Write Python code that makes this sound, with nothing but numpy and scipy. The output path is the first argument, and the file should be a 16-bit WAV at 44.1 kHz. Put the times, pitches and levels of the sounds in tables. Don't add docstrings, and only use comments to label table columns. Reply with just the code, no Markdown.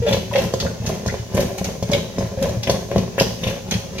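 import sys
import numpy as np
from scipy import signal
from scipy.fft import rfft, irfft, next_fast_len
from scipy.io import wavfile

SR = 44100
rng = np.random.default_rng(int(sys.argv[2]) if len(sys.argv) > 2 else 0)


def dump(signal):
    limited = np.clip(np.atleast_2d(signal).T, -1, 1)
    pcm = np.round(limited * 32767).astype(np.int16)
    wavfile.write(sys.argv[1], SR, pcm)


N = 176400
EVENT_T = np.arange(SR // 4) / SR
GRIP_S = 0.00022

# crest_s, patter_db, crackle_db
SHAKES = [(0.121, -25, -40), (0.401, -26, -39), (.642, -28, -46.5), (0.9, -27, -43), (1.134, -33.5, -45),
          (1.404, -23.5, -39.5), (1.679, -29.5, -47), (1.941, -24, -42.5), (2.217, -29, -46),
          (2.462, -26, -44), (2.728, -23, -44.5), (2.99, -26, -46), (3.248, -27, -44.5),
          (3.482, -27.5, -42), (3.75, -34.5, -46.5), (3.99, -33, -48.5)]


def bottom_thuds():
    # start_s, level_db, spot_hz
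    thuds = [(.001, -10, 94), (0.115, -24, 132), (.155, -29, 115), (0.303, -17.5, 102), (.398, -17, 194),
             (.438, -8, 162), (.54, -14.5, 95), (.656, -14.5, 194), (0.801, -13.5, 110), (1.068, -7.5, 102),
             (1.196, -15, 105), (1.343, -7, 126), (1.446, -13, 197), (1.61, -10.5, 188), (1.825, -9, 154),
             (1.894, -6.5, 195), (1.932, -15, 109), (2.185, -7.5, 207), (2.231, -11.5, 116),
             (2.374, -13, 113), (2.415, -11, 197), (2.491, -16, 111), (2.568, -11.5, 110),
             (2.696, -11.5, 175), (2.964, -11, 115), (3.211, -7, 187), (3.466, -11, 110), (3.716, -13, 190),
             (3.752, -9, 133)]
    # pitch_hz, level_db, t60_s
    modes = [(60, -15, 0.47), (84.6, -8.5, 0.21), (114.6, -3.5, 0.18), (169.4, -9.5, 0.11),
             (189.2, -9.5, 0.18), (232, 0.5, 0.042)]
    spot_width_oct = 0.48
    attack = 1 - np.exp(-EVENT_T / 0.0009)
    track = amp(4) * rolling(modes, bumps_per_s=200)
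    for start_s, level_db, spot_hz in thuds:
        spot_modes = [(hz, db - 10 * np.log10(1 + (np.log2(hz / spot_hz) / spot_width_oct) ** 4), t60_s)
                      for hz, db, t60_s in modes]
        add(track, start_s, amp(level_db) * ring(spot_modes) * attack)
    return through(track, lowpass(330, order=3))


def wall_knocks():
    # start_s, level_db, contact_ms
    knocks = [(.146, -9, 0.15), (0.169, -11.5, 0.39), (0.5384, -5.5, 0.35), (0.655, -13, 1),
              (.9, -11, 0.53), (1.061, -10.5, 0.34), (1.142, -12.5, 0.29), (1.337, -21, 0.72),
              (1.35, -12.5, 1), (1.378, -5, 0.22), (1.452, -26, 0.17), (1.581, -21, 0.18),
              (1.615, -14.5, 0.2), (1.826, -11, 0.72), (1.901, -15, 0.43), (2.184, -9.5, 0.12),
              (2.673, -12.5, 0.3), (2.696, -3, 0.42), (2.916, -9.5, 0.34), (2.961, -1.5, 0.55),
              (3.181, -7, 0.22), (3.21, -1, 0.6), (3.434, -14.5, 0.17), (3.47, -17, 0.64),
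              (3.723, -15.5, 0.95)]
    # pitch_hz, level_db, t60_s
    modes = [(380.9, -11.5, 0.41), (432, -8.5, 0.27), (481.4, -2, 0.096), (527.7, -1, 0.12),
             (558.6, 1.5, 0.14), (644.2, 6, 0.038), (863, -7, 0.022), (1001.4, -3.5, 0.04),
             (1128, -29.5, 0.13)]
    track = rolling(modes, bumps_per_s=220)
    for start_s, level_db, contact_ms in knocks:
        knock = through(ring(modes), lowpass(600 / contact_ms, order=2))
        add(track, start_s, amp(level_db) * knock / np.abs(knock).max())
    return track


def ring(modes, spot_spread_db=2.5, load_detune=0.016):
    chance = rng.standard_normal((len(modes), 2))
    tone = np.zeros(len(EVENT_T))
    for (pitch_hz, level_db, t60_s), (spot, load) in zip(modes, chance):
        partial = np.sin(2 * np.pi * pitch_hz * (1 + load_detune * load) * EVENT_T)
        tone += amp(level_db + spot_spread_db * spot) * fade(EVENT_T, t60_s) * partial
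    return tone / np.abs(tone).max()


def rolling(modes, bumps_per_s, spots=6):
    crests = [(crest_s, patter_db) for crest_s, patter_db, _ in SHAKES]
    patter = sum(through(contacts(bumps_per_s / spots, spread_db=4), ring(modes)) for _ in range(spots))
    return unit(patter) * surge(crests, rise_s=0.059, fall_s=0.083, rest_db=-41.5)


def surge(crests, rise_s, fall_s, rest_db):
    t = np.arange(N) / SR
    power = amp(rest_db) ** 2
    for crest_s, level_db in crests:
        age = t - crest_s
        power += amp(level_db) ** 2 * np.exp(-2 * np.where(age < 0, (age / rise_s) ** 2, age / fall_s))
    return np.sqrt(power)


def rubs():
    # start_s, length_s, level_db, slips_per_s
    judders = [(0.019, 0.057, -23, 470), (0.065, 0.027, -17, 572), (0.324, 0.033, -28, 550),
               (0.352, 0.017, -15, 535), (.375, 0.015, -14, 543), (1.376, 0.028, -22, 586),
               (1.412, 0.023, -25, 510), (1.915, 0.047, -21.5, 566), (2.374, 0.048, -27, 535),
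               (2.422, 0.029, -20, 545), (2.467, 0.031, -25.5, 560), (2.905, 0.033, -27.5, 557),
               (3.183, 0.02, -23, 560)]
    groan, edges = np.zeros(N), np.zeros(N)
    for start_s, length_s, level_db, slips_per_s in judders:
        cycles = np.cumsum(slips_per_s * (1 + 0.05 * waver())) / SR
        sag_db = 0.9 * np.minimum(EVENT_T / length_s, 2)
        release = fade(np.maximum(EVENT_T - length_s, 0), t60_s=0.045)
        pressure = amp(level_db - sag_db + 1.5 * waver()) * (1 - np.exp(-EVENT_T / GRIP_S)) * release
        slips = np.diff(np.floor(cycles), prepend=0) * uneven(len(EVENT_T), spread_db=6)
        add(groan, start_s, pressure * unit(np.sin(2 * np.pi * cycles)))
        add(edges, start_s, pressure ** 2 * unit(slips) * amp(2))
    return groan, edges


def wet_contact(slip_edges):
    # frequency_hz, gain_db
    wet_eq = [(300, -47), (800, 17), (1050, -1), (1280, 13), (1750, 3), (3100, 2), (4800, -2.5), (6400, 0),
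              (7200, -11), (8000, -15), (8800, -11.5), (10300, -18), (12000, -11.5), (15500, -24.5)]
    colour = causal(lambda hz: amp(along(wet_eq, hz)))
    track = through(slip_edges, lowpass(3200, order=2)) + sticky_crackle() + smacks()
    return through(track, colour / np.linalg.norm(colour))


def smacks(width_oct=0.44, reference_hz=4720):
    # start_s, level_db, centre_hz, t60_s
    slaps = [(0.078, -30, 2840, 0.13), (0.124, -22, 3200, 0.1), (0.336, -28.5, 2450, 0.023),
             (0.378, -24.5, 3060, 0.07), (0.5385, -22.5, 5770, 0.0092), (.6, -20, 4500, 0.056),
             (0.862, -26, 5900, 0.051), (1.063, -28, 5860, 0.0038), (1.078, -25, 5700, 0.007),
             (1.346, -24, 9000, 0.024), (1.367, -34, 2200, 0.087), (1.58, -26.5, 8900, .008),
             (1.644, -19.5, 6350, 0.012), (1.826, -29.5, 6200, 0.026), (1.916, -20.5, 6040, 0.012),
             (1.933, -16, 2770, 0.011), (1.947, -22, 3500, 0.011), (2.183, -26.5, 6250, 0.043),
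             (2.426, -24.5, 8230, 0.034), (2.492, -30.5, 5200, 0.018), (2.631, -24, 4300, 0.032),
             (2.671, -27, 2200, 0.033), (2.697, -17, 4180, 0.026), (2.701, -29.5, 10000, 0.15),
             (2.914, -29.5, 1820, 0.011), (2.96, -29, 3200, 0.026), (2.981, -23.5, 4640, 0.016),
             (3.18, -25, 1890, 0.09), (3.199, -11, 3940, 0.0094), (3.217, -23, 6100, 0.018),
             (3.435, -23.5, 2800, 0.034), (3.469, -28, 2830, 0.12), (3.711, -21, 5500, 0.0043),
             (3.717, -20.5, 3050, 0.033), (3.74, -21, 3200, 0.0098), (3.983, -23.5, 2930, 0.023)]
    track, size = np.zeros(N), len(EVENT_T)
    for start_s, level_db, centre_hz, t60_s in slaps:
        band = causal(lambda hz: amp(-12) + np.exp(-0.5 * (np.log2((hz + 1) / centre_hz) / width_oct) ** 2))
        pressure = fade(EVENT_T, t60_s) * (1 - np.exp(-EVENT_T / (0.019 * t60_s)))
        burst = contacts(6000, spread_db=3.5, size=size) * pressure * amp(2.5 * waver())
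        burst[0] += amp(-6.5) / np.sqrt(t60_s)
        spray = amp(-16) * contacts(1300, spread_db=13, size=size) * fade(EVENT_T, t60_s=0.07)
        brightness = centre_hz / reference_hz
        smack = through(burst, band) / np.sqrt(brightness) + spray * brightness
        add(track, start_s, amp(level_db) * smack)
    return track


def squeaks():
    # start_s, level_db, pitch_hz, t60_s
    chirps = [(.313, -22.5, 983, 0.024), (.665, -18.5, 1494, 0.017), (1.085, -23, 1510, .025),
              (1.097, -25.5, 1990, 0.016)]
    track = np.zeros(N)
    attack = 1 - np.exp(-EVENT_T / GRIP_S)
    for start_s, level_db, pitch_hz, t60_s in chirps:
        cycles = np.cumsum(pitch_hz * (1 + 0.07 * waver())) / SR
        add(track, start_s, amp(level_db) * np.sin(2 * np.pi * cycles) * fade(EVENT_T, t60_s) * attack)
    return track


def sticky_crackle():
    crests = [(crest_s, crackle_db) for crest_s, _, crackle_db in SHAKES]
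    strength = surge(crests, rise_s=0.089, fall_s=0.098, rest_db=-60)
    crackle = through(contacts(1300, spread_db=4), lowpass(3540, order=1))
    highpass = causal(lambda hz: hz / np.hypot(hz, 5900))
    ticks = amp(3) * through(contacts(110, spread_db=4), highpass)
    return (crackle + ticks * strength / strength.max()) * strength


def kitchen(source, near_db, room_db, shift_s=0.16, right_lead_s=0.00008):
    # frequency_hz, t60_s
    room_decay = [(100, 0.76), (500, 0.4), (2000, 0.42), (6000, 0.63), (14000, 0.82)]
    hop = round(shift_s * SR)
    crossfade = np.sin(np.pi * np.arange(2 * hop) / (2 * hop))
    hz, t, noise = signal.stft(rng.standard_normal((2, SR // 2)), SR, nperseg=256)
    decay = fade(t, along(room_decay, hz)[:, None]) * (1 - np.exp(-t / 0.0011))
    padded, reverb = np.pad(source, (hop, 2 * hop)), np.zeros((2, N + 2 * SR))
    for i in range(0, N + hop, hop):
        tail = signal.istft(noise[:, :, rng.permutation(len(t))] * decay, SR, nperseg=256)[1]
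        echo = amp(room_db) * tail / np.linalg.norm(tail[0])
        near = rng.standard_normal((2, len(EVENT_T))) * fade(EVENT_T, t60_s=0.051) * (EVENT_T > 0.001)
        echo[:, :len(EVENT_T)] += amp(near_db) * near / np.linalg.norm(near[0])
        grain = padded[i:i + 2 * hop] * crossfade
        answer = signal.fftconvolve(grain[None], echo, axes=1)
        reverb[:, i:i + answer.shape[1]] += answer
    direct = filtered(source, lambda f: np.exp(1j * np.pi * f * right_lead_s * np.array([[-1], [1]])))
    return direct + reverb[:, hop:hop + N]


def room_noise():
    # frequency_hz, gain_db
    hush_eq = [(20, -22), (45, -11), (120, 0), (400, 1), (2000, -30), (6500, -18.5), (8000, -37),
               (15000, -39)]
    return unit(filtered(rng.standard_normal((2, N)), lambda hz: amp(along(hush_eq, hz))))


def contacts(per_s, spread_db, size=N):
    hits = rng.random(size) < per_s / SR
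    return unit(hits * np.sign(rng.standard_normal(size)) * uneven(size, spread_db))


def uneven(size, spread_db):
    return amp(spread_db * np.clip(rng.standard_normal(size), -2, 2))


def waver():
    knots = EVENT_T[::160]
    return np.interp(EVENT_T, knots, rng.standard_normal(len(knots)))


def fade(t, t60_s):
    return np.exp(-np.log(1000) * t / t60_s)


def amp(db):
    return 10 ** (np.asarray(db) / 20)


def unit(x):
    return x / np.sqrt(np.mean(x ** 2) + 1e-20)


def along(points, hz):
    frequencies, values = np.transpose(points)
    return np.interp(np.log(hz + 1), np.log(frequencies + 1), values)


def add(track, start_s, x):
    i = max(0, round(start_s * SR))
    track[i:i + len(x)] += x[:max(0, N - i)]


def filtered(x, response):
    size = next_fast_len(N + SR // 2)
    return irfft(rfft(x, size) * response(np.fft.rfftfreq(size, 1 / SR)), size)[..., :N]


def causal(gain, size=4096):
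    cepstrum = irfft(np.log(np.maximum(gain(np.fft.rfftfreq(size, 1 / SR)), 1e-6)))
    cepstrum[1:size // 2] *= 2
    cepstrum[size // 2 + 1:] = 0
    return irfft(np.exp(rfft(cepstrum)))


def lowpass(cutoff_hz, order):
    return causal(lambda hz: 1 / np.sqrt(1 + (hz / cutoff_hz) ** (2 * order)))


def through(x, response):
    return signal.fftconvolve(x, response)[:len(x)]


def scene():
    groan, slip_edges = rubs()
    hush = room_noise()
    return (amp(-2) * kitchen(bottom_thuds(), near_db=-25, room_db=-29)
            + amp(-1) * kitchen(wall_knocks(), near_db=-11.5, room_db=-6.5)
            + amp(-0.5) * kitchen(groan, near_db=-32, room_db=-3)
            + amp(-2.5) * kitchen(wet_contact(slip_edges) + squeaks(), near_db=3.5, room_db=2.5)
            + amp(-44) * hush)


def record(dry, top_hz=15850):
    # frequency_hz, gain_db
    mic_eq = [(20, -18), (40, -9.5), (70, 0), (200, 5.5), (295, -5), (380, 2), (700, 0.5), (1000, 4),
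              (1280, -5.5), (1700, 6.5), (15000, 14)]
    # frequency_hz, left_minus_right_db
    balance = [(60, -6.5), (130, 2.5), (700, 1), (2800, 3.5), (5500, -2), (9000, -4.5)]
    mic = causal(lambda hz: amp(along(mic_eq, hz)))
    pair = np.array([through(channel, mic) for channel in dry])
    return filtered(pair, lambda hz: amp(along(balance, hz) * np.array([[0.5], [-0.5]])) * (hz < top_hz))


dry = scene()
out = record(dry)
dump(out)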